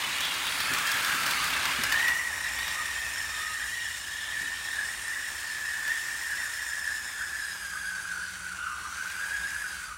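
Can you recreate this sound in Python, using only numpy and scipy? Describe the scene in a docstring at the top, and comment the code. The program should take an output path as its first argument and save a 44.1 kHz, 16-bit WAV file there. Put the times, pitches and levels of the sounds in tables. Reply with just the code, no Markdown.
"""A model locomotive runs round an oval of plastic track on a wooden floor, close by, then across the room.
Its gear teeth whir and squeak at an unsteady pitch that sags as it slows; at times they bind and growl.
The wheels crush grit, rattle and tick over rail joints, and their flanges stick and slip in the curves.
Track bed and floor boards resonate under them. Short room echoes smear the engine's sound,
over a low rumble and a faint hum."""
import sys
import numpy as np
from scipy import signal
from scipy.fft import rfft, irfft, next_fast_len
from scipy.io import wavfile
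from scipy.ndimage import uniform_filter1d

SR = 44100
rng = np.random.default_rng(int(sys.argv[2]) if len(sys.argv) > 2 else 0)


def to_wav(sig):
    """Store sig (one row per channel, or 1-D mono) as 16-bit WAV at the path in sys.argv[1].

    Samples outside -1..1 are clipped; the rate is SR.
    """
    pcm = np.clip(np.atleast_2d(sig), -1, 1) * 32767
    pcm = np.round(pcm).astype(np.int16)
    wavfile.write(sys.argv[1], SR, pcm.T)  # frames by channels


N = 439677
T = np.arange(N) / SR
CRUISE_HZ = 1833  # tooth rate at cruising speed


def undb(db):
    """Decibels to gain."""
    return 10 ** (np.asarray(db) / 20)


def unit(x):
    """Scale to rms 1."""
    return x / np.sqrt(np.mean(x ** 2))


def curves(rows):
    """Table columns, interpolated linearly in time."""
    times_s, *columns = np.transpose(rows)
    return [np.interp(T, times_s, column) for column in columns]


def phase_of(hz):
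    """Running phase in radians of a varying frequency."""
    return 2 * np.pi * np.cumsum(hz) / SR


def decay(t, t60_s):
    """Envelope that falls 60 dB in t60_s."""
    return np.exp(-np.log(1000) * t / t60_s)


def walk(rate_hz):
    """Smooth random motion, rms 1, rolled off above rate_hz."""
    size = next_fast_len(N, True)
    hz = np.arange(size // 2 + 1) * SR / size
    spectrum = rfft(rng.standard_normal(size)) / (1 + (hz / rate_hz) ** 4)
    return unit(irfft(spectrum, size)[:N])


def sway(rate_hz, settle_s=0.15):
    """Random motion, rms 1, pulled back to centre within settle_s."""
    motion = walk(rate_hz)
    return unit(motion - uniform_filter1d(motion, int(settle_s * SR)))


def grit(per_s, spread_db):
    """Tiny random contacts of uneven size, rms 1."""
    hits = rng.random(N) < per_s / SR
    return unit(hits * rng.standard_normal(N) * undb(spread_db * np.clip(rng.standard_normal(N), -2, 2)))


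def burst(start_s, decay_s):
    """Noise with a sudden onset and exponential decay."""
    age_s = T - start_s
    return rng.standard_normal(N) * (age_s >= 0) * np.exp(-np.clip(age_s / decay_s, 0, 20))


def swells(rows, bend, tremble_hz, rasp_db):
    """One trembling tone per row under a bell-shaped envelope."""
    warped_s = np.cumsum(1 + bend * walk(tremble_hz)) / SR
    tones = np.zeros(N)
    for peak_s, length_s, hz, db in rows:
        near = np.abs(T - peak_s) < 2 * length_s
        bell = np.exp(-(2 * (T[near] - peak_s) / length_s) ** 2)
        tones[near] += np.sqrt(2) * undb(db) * bell * np.sin(2 * np.pi * hz * warped_s[near])
    return tones * unit(undb(rasp_db * walk(230)))


def colour(x, spectrum, size=8192):
    """Minimum-phase filter through (Hz, dB) points, falling 20 dB per octave outside them."""
    hz, db = np.transpose(spectrum)
    bin_hz = np.maximum(np.arange(size // 2 + 1) * SR / size, 1)
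    octaves_outside = np.maximum(np.log2(hz[0] / bin_hz), 0) + np.maximum(np.log2(bin_hz / hz[-1]), 0)
    gain_db = np.interp(np.log(bin_hz), np.log(hz), db) - 20 * octaves_outside
    cepstrum = irfft(np.log(undb(gain_db)))
    cepstrum[1:size // 2] *= 2
    cepstrum[size // 2 + 1:] = 0
    return signal.fftconvolve(x, irfft(np.exp(rfft(cepstrum))))[:N]


def fade_db(start_s=9.83, db_per_s=40):
    """Closing fall in level."""
    return -db_per_s * np.maximum(T - start_s, 0)


# Each row: time in seconds, tooth rate in Hz.
TOOTH_RATE = [(0, 1742), (.75, 1736), (.95, 1693), (1.1, 1602), (1.5, 1578), (1.88, 1642), (1.96, 1820),
              (2.08, 1900), (2.2, 1880), (2.35, 1815), (2.7, 1863), (3.2, 1793), (3.55, 1817), (3.65, 1752),
              (3.75, 1862), (4.05, 1757), (4.3, 1794), (4.7, 1793), (4.8, 1722), (4.9, 1810), (5.15, 1812),
              (5.7, 1750), (6.0, 1797), (6.6, 1785), (6.85, 1760), (7.15, 1719), (7.5, 1685), (7.9, 1596),
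              (8.2, 1520), (8.45, 1520), (8.7, 1443), (9.0, 1506), (9.35, 1650), (9.65, 1626), (9.97, 1469)]


def tooth_hz():
    """Gear meshing rate, proportional to the engine's speed."""
    return curves(TOOTH_RATE)[0]


# Each row: tooth rate in Hz, play from 0 to 1.
DRIVE_PLAY = [(1500, 1), (1790, .82), (1890, .53)]


def drive_play():
    """The gears sit more loosely as they slow."""
    return np.interp(tooth_hz(), *np.transpose(DRIVE_PLAY))


# Each row: time in seconds, distance in metres, side-on view from 0 to 1, flange pressure from 0 to 1.
OVAL_ROUTE = [(0, 0.72, 0.2, 0.95), (.35, 0.7, 0.25, 1), (.7, 0.57, 0.36, 0.48), (1.15, 0.46, 1, 0.6),
              (1.7, 0.42, 0, 0.6), (2.0, 0.6, 0.04, 0.3), (2.27, 1.3, 0.25, 0), (2.7, 1.11, 0.07, 0.1),
              (3.4, 1.87, 0.6, 0.8), (3.9, 2.46, 1, 1), (4.3, 2.03, 0.4, 0.8), (5.3, 2.06, 0.81, 0.57),
              (6.4, 1.99, 1, 0.35), (7.3, 2.5, 0.71, 0.32), (8.7, 2.33, 0.5, 0.54), (9.1, 1.55, 0.52, 0.17),
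              (9.97, 2.2, .55, 0.34)]


def rolling(db, far_db, fast_db, side_db=0, press_db=0):
    """Rolling gain: db at 1 m and cruise, far_db per doubled distance, fast_db per 10% more speed."""
    distance_m, side_on, pressure = curves(OVAL_ROUTE)
    speed_steps = 10 * np.log(tooth_hz() / CRUISE_HZ)
    level_db = db + far_db * np.log2(distance_m) + fast_db * speed_steps
    return undb(level_db + side_db * side_on + press_db * pressure + fade_db())


def room(x, wet_db, t60_s, far_db=3.5, tails=3):
    """Direct sound plus shifting echoes, their share wet_db at 1 m plus far_db per doubled distance."""
    t = T[:SR // 2]
    echoes = 0
    for k in range(tails):
        tail = rng.standard_normal(len(t)) * decay(t, t60_s) * (t > 0.003)
        crossfade = np.cos(2 * np.pi * (0.7024 * T + k / tails)) * np.sqrt(2 / tails)
        echoes += signal.oaconvolve(x * crossfade, tail / np.linalg.norm(tail))[:N]
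    distance_m = curves(OVAL_ROUTE)[0]
    wet = undb(wet_db + far_db * np.log2(distance_m))
    return (x + wet * echoes) / np.sqrt(1 + wet ** 2)


def mesh_phase(hz, wobble, flutter, wobble_hz=38, teeth=28, runout=0.023):
    """Tooth phase of an out-of-round gear; play scales its runout, wobble and flutter."""
    turn = phase_of(hz / teeth * (1 + 0.1016 * walk(12.14)))
    uneven = runout * np.sin(turn) + wobble * sway(wobble_hz) + flutter * sway(198.4)
    return phase_of(hz * (1 + drive_play() * uneven))


# Each row: time in seconds, level in dB.
WHIR_LEVEL = [(0, -49), (.62, -47), (.71, -31), (.77, -45), (.85, -33.5), (1.05, -35.5), (1.45, -40),
              (1.57, -39), (1.78, -43), (1.94, -26), (2.09, -25.5), (2.18, -29), (2.4, -35), (2.62, -35),
              (2.78, -33.5), (3.27, -37), (3.45, -36), (3.57, -36), (3.64, -33.5), (3.9, -34.5),
              (3.99, -42.5), (4.14, -38.5), (4.44, -34.5), (4.64, -40.5), (4.77, -30), (4.97, -39),
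              (5.1, -33.5), (5.33, -38.5), (5.55, -36), (5.82, -33), (5.9, -30), (6.05, -36), (6.25, -33.5),
              (6.5, -35.5), (6.68, -34), (6.87, -32.5), (7.0, -38), (7.14, -38), (7.33, -35), (7.65, -38.5),
              (7.8, -38), (8.17, -35), (8.37, -40.5), (8.9, -40), (9.25, -36), (9.45, -35.5), (9.63, -35.5),
              (9.97, -45.5)]
# Each row: time in seconds, level in dB relative to the rail hiss.
GEAR_SQUEAK_LEVEL = [(0, -12), (1.8, -3.5), (2.5, 0.5), (3.4, 1.5), (4.0, -3), (4.6, -2), (5.6, -4),
                     (6.3, -1), (6.9, 0), (7.5, 2), (8.25, -1), (8.7, -4), (9.4, -2), (9.97, -1.5)]
# Each row: multiple of the tooth rate, gain in dB.
MESH_OVERTONES = [(2, -2), (3, 1), (4, 1), (5, -2.5), (6, -1.5), (7, 3.5)]
# Each row: frequency in Hz, gain in dB.
SHELL_SPECTRUM = [(2500, 1.5), (3600, -1), (4400, 2), (4900, 1.5), (5400, 6.5), (6400, 1), (7200, 4),
                  (7800, -0.5), (8700, 5), (9300, 5.5), (9850, 5.5), (10450, -4), (11200, -5.5),
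                  (13000, -11)]


def gears(hiss_gain, rear_db=-4, rasp_db=3, teeth_per_shaft_turn=19.5):
    """The gears of both bogies sing a strong fundamental and scrape out weak, squeaky overtones."""
    hz = tooth_hz() * (1 + 0.00696 * sway(15.9))
    play = drive_play()
    skid = 1.4 * (hz / CRUISE_HZ) ** 5  # tooth faces skid more at speed
    tone, overtones = 0, 0
    for gain, detune in ((1, 1.006), (undb(rear_db) * play, 0.975)):
        shaft = phase_of(hz / teeth_per_shaft_turn * (1 + 0.0815 * walk(20.4)))
        load = gain * undb(play * (3.6 * walk(194) + rasp_db * np.cos(shaft)))  # backlash rasp
        tone += load * np.sin(mesh_phase(hz * detune, wobble=0.02712, flutter=0.027))
        slide = mesh_phase(hz * detune, 0.02407 * skid, 0.0201 * skid, wobble_hz=26, runout=0.017)
        for multiple, db in MESH_OVERTONES:
            overtones += load * undb(db + 4.1 * np.tanh(walk(38))) * np.sin(multiple * slide)
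    surge_db = 0.47 * play * walk(16)  # loose gears bite
    whir = unit(tone) * undb(curves(WHIR_LEVEL)[0] + surge_db + fade_db())
    flare = undb(0.94 * sway(22))  # dry teeth
    squeak = unit(colour(overtones * flare, SHELL_SPECTRUM))
    squeak *= hiss_gain * undb(curves(GEAR_SQUEAK_LEVEL)[0])
    return room(whir, wet_db=-7.5, t60_s=0.17) + room(squeak, wet_db=-4, t60_s=0.2)


# Each row: time in seconds, level in dB.
GRIND_LEVEL = [(0, -50), (.6, -42), (1.25, -37.5), (2.0, -46), (2.3, -62), (3.35, -55), (3.8, -56),
               (6.4, -51.5), (7.6, -55), (8.5, -65), (8.7, -46.5), (9.1, -55), (9.97, -54)]


def gear_grind(pitch_ratio=0.81):
    """A slipping gear in each bogie grinds below the whir."""
    hz = pitch_ratio * tooth_hz() * (1 + 0.00696 * sway(15.9))
    grind = sum(np.sin(mesh_phase(hz, wobble=0.0401, flutter=0.06)) for _ in range(2))
    return room(unit(grind) * undb(curves(GRIND_LEVEL)[0]), wet_db=-7.5, t60_s=0.17)


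def rush(spectrum, per_s, spread_db):
    """Filtered grit, rms 1."""
    return unit(colour(grit(per_s, spread_db), spectrum))


# Each row: frequency in Hz, gain in dB.
WHEEL_SPECTRUM = [(700, -38.5), (1150, -6.5), (1500, 0.5), (1900, 2), (2200, 2), (2550, -1), (2850, -2.5),
                  (3300, -24), (5000, -11)]
FLANGE_SPECTRUM = [(2400, -24), (2900, -2), (3250, 0.5), (3700, -0.5), (4050, 1.5), (4600, -5),
                   (5100, -6.5), (8000, -21.5)]
RAIL_SPECTRUM = [(2500, -30), (4300, -4.5), (5200, -1.5), (6200, 0.5), (7250, 1), (7900, 1.5), (8700, 2.5),
                 (9400, -2.5), (10050, -4), (10450, -8), (11100, -5.5), (11700, -10.5), (13000, -25)]
FIZZ_SPECTRUM = [(8000, -17), (10000, -2.5), (11200, -4), (13000, -1), (16000, -3.5)]


def wheels(hiss_gain):
    """Metal wheels crush grit and rub their flanges on the rails under uneven pressure."""
    pressure = undb(0.94 * walk(47))
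    tread = rush(WHEEL_SPECTRUM, per_s=12000, spread_db=3.5) * rolling(-38.5, far_db=-6.5, fast_db=1.5)
    flange = rush(FLANGE_SPECTRUM, per_s=12000, spread_db=3)
    flange *= rolling(-49, far_db=-6, fast_db=1, press_db=6.5)
    flange *= undb(1.5 * walk(16))  # catches and lets go
    hiss = rush(RAIL_SPECTRUM, per_s=14000, spread_db=0.5) * hiss_gain
    fizz = rush(FIZZ_SPECTRUM, per_s=8700, spread_db=2)
    fizz *= rolling(-50.5, far_db=-6, fast_db=2.5, side_db=5.5)
    return room((tread + flange + hiss + fizz) * pressure, wet_db=-10.5, t60_s=0.29)


# Each row: frequency in Hz, relative level in dB, t60 in seconds.
BOGIE_RING = [(2473, 0, 0.047), (2780, 1.5, 0.038), (3074, 1, 0.033), (3406, 1.5, 0.019), (3730, 1, 0.049),
              (4490, -6, 0.049), (6680, -9, 0.012), (9780, -11, 0.011)]


def bogie_chatter(knocks_per_s=420, drift=0.029):
    """Loose wheels and bogie frames tick, knock and ring at drifting pitches."""
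    t = T[:SR // 10]
    ring = 0
    for hz, db, t60_s in BOGIE_RING:
        carrier = np.exp(1j * phase_of(hz * (1 + drift * walk(4.95))))
        knocks = grit(knocks_per_s, spread_db=2.5)
        mode = carrier * signal.oaconvolve(knocks / carrier, decay(t, t60_s))[:N]
        ring += undb(db) * unit(mode.imag)
    ring = unit(ring) * rolling(-44.5, far_db=-6, fast_db=3.5, press_db=7.5)
    ticks = rush(FIZZ_SPECTRUM, per_s=600, spread_db=3) * rolling(-54.5, far_db=-7.5, fast_db=6)
    return room(ring + ticks, wet_db=-14, t60_s=0.22)


def board_ring(x, hz=268.3, t60_s=0.15):
    """The floor board's strongest mode, driven by x; gain 1 at resonance."""
    t = T[:SR // 2]
    envelope = decay(t, t60_s)
    return signal.oaconvolve(x, 2 * envelope * np.sin(2 * np.pi * hz * t) / envelope.sum())[:N]


# Each row: frequency in Hz, gain in dB.
BED_SPECTRUM = [(300, -29.5), (450, -12), (570, -5.5), (740, -5), (850, 1.5), (930, 1.5), (1030, 3),
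                (1200, 2.5), (1500, -9), (2200, -4)]
BOARD_SPECTRUM = [(70, 1), (120, 2), (160, 4.5), (215, 0), (245, 2), (275, 2.5), (310, 0.5), (370, 2.5),
                  (450, -4.5), (700, -7.5)]


def track_and_floor(uneven_db=1):
    """The hollow track bed and floor boards resonate unevenly under the wheels."""
    bed = rush(BED_SPECTRUM, per_s=4000, spread_db=0.5) * rolling(-43.5, far_db=-6, fast_db=2)
    boards = rush(BOARD_SPECTRUM, per_s=2500, spread_db=0.5) * rolling(-56, far_db=-5, fast_db=0.4)
    drone = unit(board_ring(grit(per_s=2500, spread_db=3))) * rolling(-65.5, far_db=-12.5, fast_db=6)
    return (bed + boards + drone) * undb(uneven_db * walk(9.5))


# Each row: frequency in Hz, gain in dB.
RUMBLE_SPECTRUM = [(20, -44), (32, -12), (44, -5), (58, 10.5), (68, 7.5), (85, 5), (105, -1.5),
                   (150, -10.5), (300, -30.5)]
# Each row: time in seconds, level in dB.
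RUMBLE_LEVEL = [(0, -57.5), (1.1, -59), (1.5, -54), (2.5, -53.5), (5.5, -59.5), (9.97, -56.5)]


def rumble():
    """Low noise in the room."""
    return unit(colour(rng.standard_normal(N), RUMBLE_SPECTRUM)) * undb(curves(RUMBLE_LEVEL)[0])


# Each row: time in seconds, level in dB.
HUM_LEVEL = [(0, -69), (6.9, -78), (7.6, -66.5), (8.4, -60), (8.8, -66.5), (9.15, -68.5), (9.5, -66),
             (9.97, -69)]


def hum(hz=180):
    """A faint, wavering low tone."""
    tone = np.sqrt(2) * np.sin(phase_of(hz * (1 + 0.0094 * walk(9.1))))
    return tone * undb(curves(HUM_LEVEL)[0] + 2.7 * walk(14))


# Each row: start in seconds, snap gain in dB, clack gain in dB.
JOINT_HITS = [(.2057, -30, -26), (0.251, -35, -19), (.341, -35, -24), (0.468, -36, -20), (0.603, -30, -14),
              (0.7358, -26.5, -19), (0.785, -31, -20), (0.871, -34, -22), (0.917, -26.5, -18),
              (1.047, -29, -15), (1.263, -27.5, -17), (1.3086, -29, -15), (1.4408, -30, -20),
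              (1.503, -31, -19), (1.6547, -33, -13), (1.836, -25, -11.5), (1.923, -27, -12.5),
              (2.082, -33, -13.5), (2.5879, -42, -17), (2.68, -46, -16.5), (5.8785, -36, -21),
              (9.1, -46, -23)]
# Each row: frequency in Hz, gain in dB, t60 in seconds.
RAIL_RING = [(2890, 7.5, 0.021), (3680, 8, 0.026), (4640, 2.5, 0.062), (5450, 3, 0.03), (6100, -8, .02),
             (12800, 10, .008)]


def rail_joints(ring_db=-22, bed_db=-8):
    """A wheel drops into a gap: a snap, a ring of the rail, a clack of body and track bed."""
    snaps, body, rings = np.zeros((3, N))
    t = T[:SR // 20]
    for start_s, snap_db, clack_db in JOINT_HITS:
        crack = burst(start_s, decay_s=0.0053)
        snaps += crack * undb(snap_db)
        body += crack * undb(clack_db)
        start = int(start_s * SR)
        for hz, mode_db, t60_s in RAIL_RING:
            detune = 1 + 0.084 * rng.standard_normal()  # each rail has its own pitches
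            mode = np.sin(2 * np.pi * hz * detune * t) * decay(t, t60_s)
            rings[start:start + len(t)] += mode * undb(clack_db + ring_db + mode_db)
    clacks = colour(body, WHEEL_SPECTRUM) + colour(body, BED_SPECTRUM) * undb(bed_db)
    return room(joint_snap(snaps) + rings + clacks, wet_db=-8, t60_s=0.25)


# Each row: frequency in Hz, gain in dB.
SNAP_SPECTRUM = [(1500, -5), (3500, 5.5), (5500, 8.5), (8000, 3.5), (11000, 0), (16000, 0)]


def joint_snap(cracks):
    """The bright edge of a wheel's impact."""
    return colour(cracks, SNAP_SPECTRUM)


# Each row: peak time in seconds, length in seconds, pitch in Hz, level in dB.
FLANGE_SQUEAKS = [(0.254, 0.088, 3400, -33.5), (0.47, 0.063, 3650, -38), (.62, 0.25, 4480, -40.5),
                  (.6, .4, 9950, -46), (.74, 0.22, 2500, -37.5), (1.33, 0.51, 4490, -42),
                  (1.35, 0.28, 10000, -48), (2.675, 0.25, 3650, -43), (3.1, 0.94, 2520, -48),
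                  (3.8, 0.5, 2971, -50), (4.243, 0.28, 3320, -45.5), (4.72, 0.27, 3656, -48),
                  (4.9, 0.59, 8700, -48), (5.48, .15, 4400, -49), (5.953, 0.17, 3440, -46.5),
                  (7.1, .17, 3652, -51), (7.45, .25, 3902, -53), (7.72, 0.19, 9680, -56),
                  (8.24, 0.2, 4570, -51), (8.653, 0.22, 2800, -49), (8.971, 0.21, 6063, -49),
                  (9.55, 0.52, 9790, -53)]


def flange_squeaks():
    """Stick and slip of a flange in a curve rings the wheel briefly."""
    return room(swells(FLANGE_SQUEAKS, bend=0.052, tremble_hz=301, rasp_db=1), wet_db=-11, t60_s=0.079)


# Each row: start in seconds, gain in dB.
FLOOR_KNOCKS = [(0.701, -29), (1.131, -30.5), (1.785, -27), (4.411, -36.5)]


def floor_knocks(ring_db=9):
    """The track knocks on the floor and rings the boards."""
    knocks = sum(burst(start_s, decay_s=0.074) * undb(db) for start_s, db in FLOOR_KNOCKS)
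    return colour(knocks, BOARD_SPECTRUM) + board_ring(knocks) * undb(ring_db)


# Each row: peak time in seconds, length in seconds, pitch in Hz, level in dB.
GEAR_BINDS = [(.82, 0.18, 1177, -37.5), (1.1, 0.15, 1496, -36.5), (1.28, 0.062, 1450, -36),
              (1.43, 0.16, 1170, -38), (1.565, 0.066, 1634, -35), (1.68, 0.074, 1023, -36.5),
              (2.465, 0.063, 1820, -32.5), (2.79, 0.098, 1232, -42), (3.42, 0.38, 1267, -45.5),
              (4.471, .011, 1780, -31), (6.32, 0.082, 1670, -32.5), (6.44, 0.13, 1560, -40),
              (7.22, 0.067, 1613, -34), (7.75, 0.057, 1228, -44), (7.93, 0.076, 1330, -49),
              (8.595, 0.024, 1428, -35), (8.643, 0.007, 1440, -30), (8.67, .012, 1400, -28.5),
              (8.72, 0.082, 1224, -42), (8.86, 0.036, 1210, -35), (8.99, .06, 1490, -36),
              (9.063, .011, 1477, -27), (9.195, .012, 1580, -32), (9.243, 0.0097, 1600, -31),
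              (9.565, 0.008, 1620, -29), (9.9, 0.087, 1270, -44.5)]


def gear_binds():
    """Tight teeth drag the mesh into short, rough growls."""
    return room(swells(GEAR_BINDS, bend=0.0457, tremble_hz=128.5, rasp_db=3), wet_db=-5, t60_s=0.13)


def scene():
    """Locomotive, track and room in mono; rail hiss and gear squeak share one gain."""
    hiss_gain = rolling(-43, far_db=-3, fast_db=2, side_db=3)
    running = gears(hiss_gain) + gear_grind() + wheels(hiss_gain) + bogie_chatter() + track_and_floor()
    background = rumble() + hum()
    events = rail_joints() + flange_squeaks() + floor_knocks() + gear_binds()
    return (running + background + events)[None]


def record(dry, cutoff_hz=15800):
    """A steep low-pass cuts the top treble."""
    return signal.sosfilt(signal.ellip(12, 0.1, 80, cutoff_hz, fs=SR, output="sos"), dry)


dry = scene()
out = record(dry)
to_wav(out)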